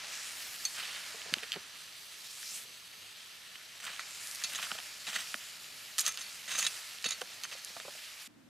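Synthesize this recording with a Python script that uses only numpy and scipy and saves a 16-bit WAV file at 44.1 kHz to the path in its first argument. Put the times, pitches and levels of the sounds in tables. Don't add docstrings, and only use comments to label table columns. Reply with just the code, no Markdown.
import sys
import numpy as np
from scipy import signal
from scipy.fft import rfft, irfft, next_fast_len
from scipy.io import wavfile
from scipy.ndimage import uniform_filter1d, map_coordinates

SR = 44100
rng = np.random.default_rng(int(sys.argv[2]) if len(sys.argv) > 2 else 0)


def dump_mix(stems):
    frames = np.atleast_2d(stems).T
    limited = np.clip(frames, -1, 1)
    pcm = np.round(limited * 32767).astype(np.int16)
    wavfile.write(sys.argv[1], SR, pcm)


def natural_amplitude(level_db):
    exponent = np.asarray(level_db, float) / 20
    return 10 ** exponent


N = 374398
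PADDED = next_fast_len(N)
SCENE_CHANGE_S = 8.277

# [start_s, peak_db, pitch_hz]
SNAPS = [(2.43, -35.5, 1900), (4.417, -33, 1850), (4.424, -33, 1850), (4.6285, -30, 3300),
         (1.2176, -32, 2890), (1.3391, -9.5, 3030), (1.3847, -28, 2900), (1.4286, -35, 3030),
         (1.4332, -26, 2620), (1.52, -19, 3340), (1.528, -24, 3220), (1.5345, -27, 3300),
         (1.539, -31, 3300), (1.543, -32, 3600), (1.3392, -15.5, 4940), (1.3394, -27, 1590),
         (1.5192, -25.5, 4280), (1.5294, -33, 4600), (5.3425, -29, 2680), (4.5962, -34.5, 1110),
         (4.588, -34, 1300), (4.6405, -31, 3400), (4.7075, -32, 1500), (4.7872, -30, 3320),
         (4.802, -30, 2400), (7.2164, -33, 3300), (3.5562, -34, 2220), (3.963, -33, 3170),
         (4.628, -27, 2050), (4.6687, -33, 1700), (5.0897, -24, 3840), (5.1626, -20.5, 1950),
         (5.2722, -31, 2900), (6.9858, -33, 3470)]
# [start_s, peak_db, pitch_hz]
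SPLITS = [(1.5613, -31, 1740), (2.5506, -30, 6720), (3.879, -32, 1350), (3.9944, -23, 1430),
          (4.1085, -32, 4690), (4.2724, -25, 7000), (4.313, -26, 5870), (4.3491, -28, 6230),
          (4.3571, -28, 5320), (4.5342, -29, 5000), (4.5494, -26, 3300), (4.716, -22.5, 1400),
          (4.754, -33, 1310), (4.7881, -34, 1930), (5.21, -28, 4670), (5.3195, -36, 4910),
          (5.3424, -23, 1460), (7.217, -27, 1550), (7.2155, -35, 5800), (3.852, -31, 4850),
          (3.9335, -34, 2800), (7.6481, -20.5, 7240), (7.767, -34, 1200), (7.8002, -31.5, 1780)]
# [start_s, peak_db, pitch_hz, blade_ring_db]
STRIKES = [(0.6519, -25.5, 4770, 9.5), (4.4383, -19, 5200, -4), (5.9825, -14, 5350, -21),
           (5.987, -16, 6500, -14), (5.9944, -8.5, 6790, -20), (6.0072, -14, 7530, -22),
           (6.0115, -18, 6520, -16), (6.0142, -21, 6940, -19), (6.027, -32, 8000, -20),
           (6.0425, -30, 6000, -15), (6.0538, -21, 5290, -10), (6.0643, -11, 4800, -13),
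           (6.0793, -19, 6320, -11), (6.0829, -19, 6330, -31), (6.1226, -26, 5340, -14),
           (6.1741, -22, 4480, -16), (6.4776, -38, 4420, -16), (6.5136, -25, 2700, -20),
           (6.582, -26, 5600, -11), (6.5895, -21, 6500, -3.5), (6.6271, -25, 4410, -1.5),
           (6.6663, -21, 4000, -6), (7.0255, -29, 4700, -17), (7.0429, -18, 2870, -12),
           (7.109, -23, 4620, -9), (7.436, -23, 5600, -8), (7.4518, -28.5, 1640, -25)]

# [peak_s, length_ms, level_db, treble_db]
CRUSHES = [(.79, 60, -42, -3), (1.433, 44, -42.5, -24), (1.54, 30, -42, -15), (1.558, 42, -50, -22),
           (2.55, 116, -63, 16), (3.558, 22, -48, -6), (3.805, 14, -43, 0.5), (3.84, 63, -45, 1),
           (3.854, 14, -40, 2.5), (3.893, 14, -40.5, -8), (3.868, 23, -36.5, -5), (3.9, 130, -44.5, -6),
           (4.536, 53, -40.5, -10), (4.588, 75, -41, -14), (4.634, 63, -38, -1), (4.705, 20, -50, -15),
           (4.754, 31, -47, 1), (4.786, 25, -42, -7), (5.094, 63, -39.5, 1), (5.135, 55, -39, -2),
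           (5.16, 33, -32.5, -1.5), (5.195, 82, -39.5, 1), (7.216, 21, -42, 2)]
# [peak_s, length_ms, level_db, treble_db]
SCRAPES = [(4.555, 26, -38, 3), (5.987, 16, -31, 5), (5.996, 17, -34.5, 8), (6.009, 29, -38.5, 7.5),
           (6.047, 56, -41, -2), (6.065, 25, -35.5, 6), (6.08, 30, -32, 4), (6.114, 37, -45.5, 0),
           (6.143, 36, -44, -1), (6.181, 44, -42, -7), (6.203, 53, -43.5, 3.5), (6.518, 85, -36.5, .5),
           (6.552, 130, -39, -2), (6.59, 42, -32.5, 6.5), (6.628, 42, -32, .5), (6.647, 32, -34.5, -2),
           (7.441, 19, -36, -1), (7.527, 40, -40.5, -4), (7.582, 30, -48, -1)]
# [peak_s, length_ms, level_db, treble_db]
CLINKS = [(0.656, 13, -45, 4), (4, 30, -38.5, -6), (4.442, 24, -31.5, 0.5), (6.668, 14.4, -25.5, 1),
          (7.05, 20, -34, -3.5), (7.062, 25, -30, -3.5), (7.087, 14, -35, 3), (7.08, 50, -44, -8),
          (6.25, 140, -47, -10), (6.092, 28, -46, 0), (7.113, 27, -30.5, -3.5), (7.107, 9, -33, 3),
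          (7.13, 27, -37.5, -11)]
# [peak_s, length_ms, level_db, treble_db]
BITES = [
    (5.068, 25, -34, -3),
    (7.043, 14, -34, -2),
    (5.143, 16, -36, 1),
    (6.479, 56, -41, -2),
    (6.583, 12, -39, 2),
]
# [peak_s, length_ms, level_db, treble_db]
DRAGS = [
    (.78, 400, -41, -19),
    (6.72, 160, -53.5, 4),
]
PUSH_KINDS = [
    (0.4, 0.05),
    (0.41, 0.37),
    (0.36, 0.82),
    (0.039, 0.43),
    (0.1, 0.18),
]

# [mode_hz, width_hz, level_db]
BLADE_MODES = [(2050, 21, -9.5), (2400, 34, -2.5), (2660, 45, -3.5), (3600, 30, -10), (3390, 50, -3.5),
               (3916, 97, 2.5), (4425, 38, -1.5), (5210, 91, 0.5), (6290, 100, 0.5), (6875, 120, 2),
               (8280, 47, -5.5), (8760, 43, -7.5), (9300, 110, -9.5), (9960, 65, -5), (1310, 18, -11)]
# [start_s, first_hz, second_hz, third_hz]
CONTACT = [(0, 4430, 6300, 8260), (4.0, 3900, 4430, 6890), (4.5, 6300, 6890, 3900), (5.0, 2370, 3900, 4430),
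           (5.9, 6890, 8650, 3410), (6.03, 6300, 3410, 1310), (6.13, 6890, 4430, 6300),
           (6.222, 4430, 3600, 2370), (6.46, 6300, 4430, 3900), (6.56, 6300, 6890, 4430),
           (6.615, 3900, 6890, 6300), (6.655, 3900, 2650, 8650), (7.0, 4430, 3900, 6890),
           (7.052, 2650, 6300, 3900), (7.08, 6890, 6890, 2650), (7.109, 3900, 6300, 6890),
           (7.4, 6300, 4430, 2650)]
MUTING_DB = [-11, -5.5, -10, -4, -5, -6, -3, -8, -3, -5.5, -5, -8, -5.5, -6, -5, -6, -7]

# [start_s, peak_db, pitch_hz]
THUDS = [(1.144, -38.5, 447), (1.259, -43, 445), (1.287, -46, 453), (1.324, -39.5, 190), (1.326, -42, 555),
         (1.366, -39, 348), (1.428, -37, 454), (1.557, -35, 470), (1.566, -36, 398), (2.651, -57, 447),
         (2.69, -53, 434), (4.716, -36, 800), (4.598, -48, 645), (5.342, -43, 605), (5.344, -48, 220),
         (3.893, -48.5, 516), (4.749, -42.5, 645), (4.787, -41.5, 720), (5.079, -41, 770),
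         (6.581, -45, 550), (7.054, -37, 480), (7.06, -42, 230), (7.215, -30, 500), (7.549, -47, 537),
         (7.699, -49, 517), (7.765, -36.5, 674), (7.798, -42, 645), (7.95, -49, 614), (7.52, -48, 566),
         (7.85, -40, 543), (7.879, -36, 574)]

# [frequency_hz, level_db (per Hz)]
SIZZLE_COLOUR = [(410, -22), (700, -15.5), (1150, -12), (1360, -9), (1570, -10.5), (1960, -6), (2790, -2.5),
                 (3020, -3), (3720, -3.5), (4580, -5.5), (6590, -12.5), (12200, -20.5), (15800, -29)]
SIZZLE_EDGES_HZ = (1100, 2500, 5000, 9000, 15000)
# [rest_level_db, vigour_slope (dB/dB), brightness_slope (dB/dB)]
SIZZLE_ANSWER = [
    (-54.5, 0.91, -0.93),
    (-52.5, 0.52, -0.16),
    (-51.5, 1.2, 0.13),
    (-57.5, 0.84, 1),
]
# [centre_hz, width_hz, level_db]
HOLLOWS = [(622, 93, 5.5), (1300, 82, 2.5), (1726, 190, 4), (2980, 260, 0), (4000, 410, 1)]
# [time_s, vigour_db, brightness_db]
STEAM = [(0, 1, -4), (.14, 4.5, -2.5), (.45, 3.5, 0.5), (.7, 3, 0), (.9, 2.5, 0.5), (1.3, 2, -3.5),
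         (1.7, -4, -1.5), (2.05, -2.5, 2), (2.56, .1, 3), (2.7, -6.5, 1), (3.78, -5, -1), (4.0, 0.3, -2),
         (4.35, 3, 1), (4.9, 0.5, 0), (5.6, -1.5, 1), (6.45, -1, 1), (7.37, -1.5, -0.7), (8.27, -1.5, 1)]
# [peak_s, extra_vigour_db]
VENTS = [
    (4.63, 3.5),
    (5.3, 3.5),
    (6.72, 6.5),
    (7.76, 1.5),
]
# [start_s, extra_path_ms, share (-1..1, negative = inverted)]
MIRROR = [(0, 1.15, .12), (.95, .42, .15), (1.42, .657, .34), (2.17, .6, 0), (2.66, .535, -.36),
          (3.19, .655, .12), (3.35, .505, .22), (3.85, .475, .15), (4.03, .415, .11), (5.35, .425, .2),
          (5.68, .425, .07)]
# [start_s, end_s, start_hz, end_hz, level_db]
GLINTS = [
    (2.2, 2.53, 5000, 15500, 4),
    (2.41, 2.66, 5200, 13500, 7),
    (.05, 0.43, 5500, 15000, 3),
    (4.1, 4.38, 7600, 11600, 5),
    (.75, 1.0, 2500, 2700, 4),
    (.36, 0.71, 14400, 16000, 6.5),
    (.64, 0.82, 10300, 2300, 4.5),
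]
# [delay_ms, share]
RIM_ECHOES = [
    (1.29, .12),
    (2.55, .09),
]

# [time_s, left_minus_right_db]
LEAN = [(0.0, -0.2), (1.6, -1.5), (2.6, -0.8), (5.6, -0.4), (6.7, -1), (7.3, -1.5), (7.6, -1)]
# [time_s, half_lag_samples]
PORT_LAG = [(0, .2), (1.05, .2), (1.15, .6), (1.6, .6), (3.6, .55), (3.75, .2), (8.49, .2)]
# [frequency_hz, likeness (0-1)]
LIKENESS = [(30, .97), (70, 1), (200, .48), (400, 0.19), (750, 0.38), (1300, 0.77), (2400, 0.95),
            (6000, .94), (15000, 0.84)]

# [frequency_hz, level_db (per Hz)]
AIR = [(15, -70), (25, -40.5), (50, -21), (91, -7), (235, -6), (278, -8), (323, -9.5), (403, -6.5),
       (1140, -13.5), (1400, -10), (1820, -54.5), (3080, -120)]
AIR_DB = -68.5
# [frequency_hz, level_db (per Hz)]
GUST = [(15, -53), (25, -25.5), (33, -32), (70, -26), (86, -36), (107, -18), (200, -15), (276, -8),
        (342, -15.5), (392, -28.5), (461, -25), (572, -27), (5090, -38.5), (15800, -52.5)]
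# [time_s, level_db]
GUST_SWELL = [(8.28, -60.5), (8.32, -61), (8.36, -61), (8.41, -61), (8.45, -60.5), (8.49, -61)]
# [frequency_hz, level_db (per Hz)]
MEADOW = [(500, -12.5), (1000, -5), (1600, -1), (2400, -2.5), (4500, -8.5), (7500, -10.5), (12000, -14.5),
          (15800, -21.5)]
MEADOW_DB, MEADOW_AFTER_DB = -61.5, -9
# [time_s, level_db]
INSECTS = [
    (1.2, -78),
    (1.6, -62),
    (3.55, -63),
    (3.75, -80),
]


def rms_one(x):
    return x / np.sqrt(np.mean(x ** 2) + 1e-20)


def in_time(rows):
    s, *columns = np.transpose(rows)
    return [np.interp(np.arange(N) / SR, s, c) for c in columns]


def at_hz(points, hz):
    point_hz, value = np.transpose(points)
    return np.interp(np.log(hz), np.log(point_hz), value)


def bin_hz():
    return np.maximum(np.arange(PADDED // 2 + 1) * SR / PADDED, 10)


def drift(rate_hz):
    r = np.exp(-2 * np.pi * rate_hz * 40 / SR)
    slow = signal.lfilter([1], [1, -2 * r, r * r], rng.standard_normal(N // 40 + 2002))
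    slow = rms_one(slow[2000:])
    return np.interp(np.arange(N) / 40, np.arange(len(slow)), slow)


def grains(per_s, spread_db):
    sizes = natural_amplitude(spread_db * np.minimum(rng.exponential(1, N), 5))
    signs = rng.choice([-1, 1], N)
    return rms_one(sizes * signs * (rng.random(N) < per_s / SR))


def band(x, low_hz, high_hz):
    sos = signal.butter(2, [low_hz, high_hz], "band", fs=SR, output="sos")
    return signal.sosfilt(sos, x + 1e-18) * np.sqrt(SR / 2.2 / (high_hz - low_hz))


def stereo_colour(mid, side, spectrum):
    hz = bin_hz()
    alike = np.clip(at_hz(LIKENESS, hz), 0, 1)
    shared = np.sqrt(1 + alike) * rfft(mid, PADDED)
    apart = np.sqrt(1 - alike) * rfft(side, PADDED)
    return hz, (shared + apart * [[1], [-1]]) * natural_amplitude(at_hz(spectrum, hz))


def cracks():
    crust_ring_db = -46
    # blade ring dB, half width in octaves, crumb pitch over piece pitch (0 = no loose piece)
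    breaks = [(*row, crust_ring_db, 0.49, 1.03) for row in SNAPS]
    breaks += [(*row, crust_ring_db, 0.59, 1.48) for row in SPLITS]
    breaks += [(*row, 0.67, 0) for row in STRIKES]
    out, jolts, size = np.zeros(N), np.zeros(N), 1500
    noise, t = rng.standard_normal((len(breaks), size)), np.arange(size) / SR
    blow = 4.3 * (t == 0)
    for (s, db, hz, ring_db, octaves, crumb_ratio), crumble in zip(breaks, noise):
        crumble_s = 0.0036 + 12.0 / hz
        if not crumb_ratio:
            crumble_s *= 0.74
        crumble = crumble * natural_amplitude(-60 * t / crumble_s)
        spread, centre_hz = 2 ** octaves, min(hz * (crumb_ratio or 1), 7500.0)
        snap = band(blow + crumble, centre_hz / spread, min(centre_hz * spread, 16000))
        tick = band(blow + crumble * natural_amplitude(-60 * t / .004), 8000, 11360)
        snap = snap / np.abs(snap).max() + natural_amplitude(-12.5) * tick / np.abs(tick).max()
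        if crumb_ratio:
            chip = band(np.sin(2 * np.pi * hz * t) * natural_amplitude(-60 * t * hz / 14), 0.62 * hz, 2.02 * hz)
            snap = snap + 0.72 * chip / np.abs(chip).max()
        i = round(s * SR)
        out[i:i + size] += natural_amplitude(db) * snap / np.abs(snap).max()
        jolts[i:i + size] += natural_amplitude(db + ring_db) * (1.5 * blow + .3 * crumble)
    return out, jolts


def grind():
    grit = grains(7000, 3.0) * natural_amplitude(2.0 * drift(90))
    power = np.zeros((4, N))
    for rows, (rise, ring) in zip((CRUSHES, SCRAPES, CLINKS, BITES, DRAGS), PUSH_KINDS):
        shares = np.array([1 - ring, 1 - ring, ring, ring])
        for s, ms, db, treble_db in rows:
            start, end = s - rise * ms / 1000, s + (1 - rise) * ms / 1000
            span = np.arange(round(start * SR), round(end * SR))
            swell = np.interp(span / SR, [start, s, end], [0, 1, 0]) ** 1.68
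            levels = natural_amplitude(np.array([db, db + treble_db, db, db + treble_db]))
            power[:, span] += (shares * levels ** 2)[:, None] * swell
    body, treble, low_force, high_force = grit * np.sqrt(power)
    tray_shake = natural_amplitude(-19.5) * band(body, 630, 1350) + natural_amplitude(-29.0) * band(body, 152, 256)
    gritty = natural_amplitude(-1.5) * band(body, 1150, 3800)
    gritty += natural_amplitude(-4.0) * band(treble, 5400, 9050) + natural_amplitude(-14) * band(treble, 9000, 14000)
    return gritty + tray_shake, natural_amplitude(2.5) * low_force, natural_amplitude(3.0) * high_force


def blade(low_force, high_force, jolts):
    out, total, contact = np.zeros(N), 0, np.array(CONTACT)
    now = np.searchsorted(contact[:, 0] * SR, np.arange(N), side="right") - 1
    for k, (hz, width_hz, db) in enumerate(BLADE_MODES):
        favoured = (np.abs(contact[:, 1:] / hz - 1) < .03).any(axis=1)
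        muted_db = np.add(MUTING_DB, 1.6 if hz > 1500 else -9.0)
        drive_db = np.where(favoured, 1.6, muted_db)[now] + 1.0 * drift(7.8)
        force = low_force if hz < 5000 else high_force
        drive = (force + jolts) * natural_amplitude(drive_db)
        r = np.exp(-np.pi * .6 * width_hz / SR)
        b = np.sqrt((1 - r * r) / 2) * np.array([1, 0, -1])
        a = [1, -2 * r * np.cos(2 * np.pi * hz / SR), r * r]
        out += (-1) ** k * natural_amplitude(db) * signal.lfilter(b, a, drive + 1e-18)
        total += natural_amplitude(db) ** 2
    return out / np.sqrt(total)


def thuds():
    out, size = np.zeros(N), 3000
    noise, t = rng.standard_normal((len(THUDS), size)), np.arange(size) / SR
    attack = 1 - np.exp(-t / 0.0019)
    fall_db = -46 * t / 0.037
    for (s, db, hz), crumbs in zip(THUDS, noise):
        note = 0.5 * np.sin(2 * np.pi * hz * t)
        puff = 0.39 * band(crumbs, 0.66 * hz, 1.82 * hz) + 0.19 * band(crumbs, 180, 263)
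        i = round(s * SR)
        out[i:i + size] += natural_amplitude(db + 4.5 + fall_db) * (note + puff) * attack
    return out


def sizzle():
    hz, pair = stereo_colour(grains(9000, 2.27), grains(9000, 3.5), SIZZLE_COLOUR)
    hollow_db = sum(db / (1 + (2 * (hz - top_hz) / width_hz) ** 2) for top_hz, width_hz, db in HOLLOWS)
    pair = pair * natural_amplitude(hollow_db)
    edges, power = SIZZLE_EDGES_HZ, np.mean(np.abs(pair) ** 2, axis=0) * 2 / PADDED ** 2
    own_db = [10 * np.log10(power[(hz > a) & (hz < b)].sum()) for a, b in zip(edges, edges[1:])]
    vigour_db, bright_db = vigour()
    lift_db = np.array([db - own + a * vigour_db + b * bright_db
                        for (db, a, b), own in zip(SIZZLE_ANSWER, own_db)])
    centres = np.log(np.sqrt(np.multiply(edges[1:], edges[:-1])))
    out, bright, together = 0, 0, drift(6.9)
    steps = np.log(np.geomspace(900, 15000, 13))
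    for k, step in enumerate(steps):
        weights = [np.interp(step, centres, row) for row in np.eye(4)]
        gain_db = weights @ lift_db + 0.66 * together + 1.1 * drift(14.0)
        for start, end, start_hz, end_hz, db in GLINTS:
            span = slice(round(start * SR), round(end * SR))
            way = (np.arange(N)[span] / SR - start) / (end - start)
            beam = np.log(start_hz + (end_hz - start_hz) * way ** 1.85)
            gain_db[span] += db * np.sin(np.pi * way) ** .5 * np.exp(-((step - beam) / 0.31) ** 2)
        window = np.interp(np.log(hz), steps, np.eye(13)[k])
        layer = natural_amplitude(gain_db) * irfft(pair * window, PADDED)[:, :N]
        out = out + layer
        bright = bright + layer * np.interp(step, np.log([3500, 6500]), [.15, 1])
    path_ms, share = poses()
    path_ms = path_ms + .012 * drift(1.9)
    for ms, part in [(path_ms, share), *RIM_ECHOES]:
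        late = np.arange(N) - ms * SR / 1000
        echo = np.array([map_coordinates(c, [late], order=3) for c in bright])
        out = out + part * echo
    return out


def vigour():
    rise_s, fall_s = 0.23, 0.29
    vigour_db, bright_db = in_time(STEAM)
    for s, db in VENTS:
        vigour_db = vigour_db + in_time([(s - rise_s, 0), (s, db), (s + fall_s, 0)])[0]
    return vigour_db, bright_db


def poses():
    s, *columns = np.transpose(MIRROR)
    now = np.searchsorted(s * SR, np.arange(N), side="right") - 1
    return [uniform_filter1d(c[now], size=round(.09 * SR), mode="nearest") for c in columns]


def open_air(spectrum):
    _, pair = stereo_colour(*rng.standard_normal((2, N)), spectrum)
    return rms_one(irfft(pair, PADDED)[:, :N])


def meadow():
    white = rng.standard_normal((2, 2, N))
    leaves = rfft(white[0], PADDED) * natural_amplitude(at_hz(MEADOW, bin_hz()))
    leaves = rms_one(irfft(leaves, PADDED)[:, :N])
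    insects = band(white[1], 3000, 4100)
    return natural_amplitude(MEADOW_DB + 0.86 * drift(1.7)) * leaves + natural_amplitude(in_time(INSECTS)[0]) * insects


def scene():
    gritty, *forces = grind()
    breaks, jolts = cracks()
    knife = gritty + breaks + blade(*forces, jolts) + thuds()
    ground = np.roll(knife, 29) * natural_amplitude([[-13], [-16]]) + np.roll(knife, 71) * natural_amplitude([[-17], [-14]])
    lag = in_time(PORT_LAG)[0] * np.gradient(knife) * [[-1], [1]]
    lean_db = in_time(LEAN)[0] * [[.5], [-.5]]
    knife = natural_amplitude(lean_db + [[-.6], [.6]]) * (knife + ground + lag)
    rumble = natural_amplitude(AIR_DB + 1.5 * drift(2.4)) * open_air(AIR)
    tray = knife + natural_amplitude(lean_db) * sizzle() + rumble
    before = np.clip((SCENE_CHANGE_S - np.arange(N) / SR) / 0.0018, 0, 1)
    gust = natural_amplitude(in_time(GUST_SWELL)[0]) * open_air(GUST)
    return before * tray + (1 - before) * gust + natural_amplitude((1 - before) * MEADOW_AFTER_DB) * meadow()


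def band_limit(x):
    return signal.sosfilt(signal.butter(12, 16470, fs=SR, output="sos"), x)


def record(dry):
    bass_cut = signal.butter(4, 52, "high", fs=SR, output="sos")
    top_cut = signal.cheby2(12, 60, 16250, fs=SR, output="sos")
    mix = signal.sosfilt(np.vstack([bass_cut, top_cut]), dry)
    return band_limit(mix)


dry = scene()
out = record(dry)
dump_mix(out)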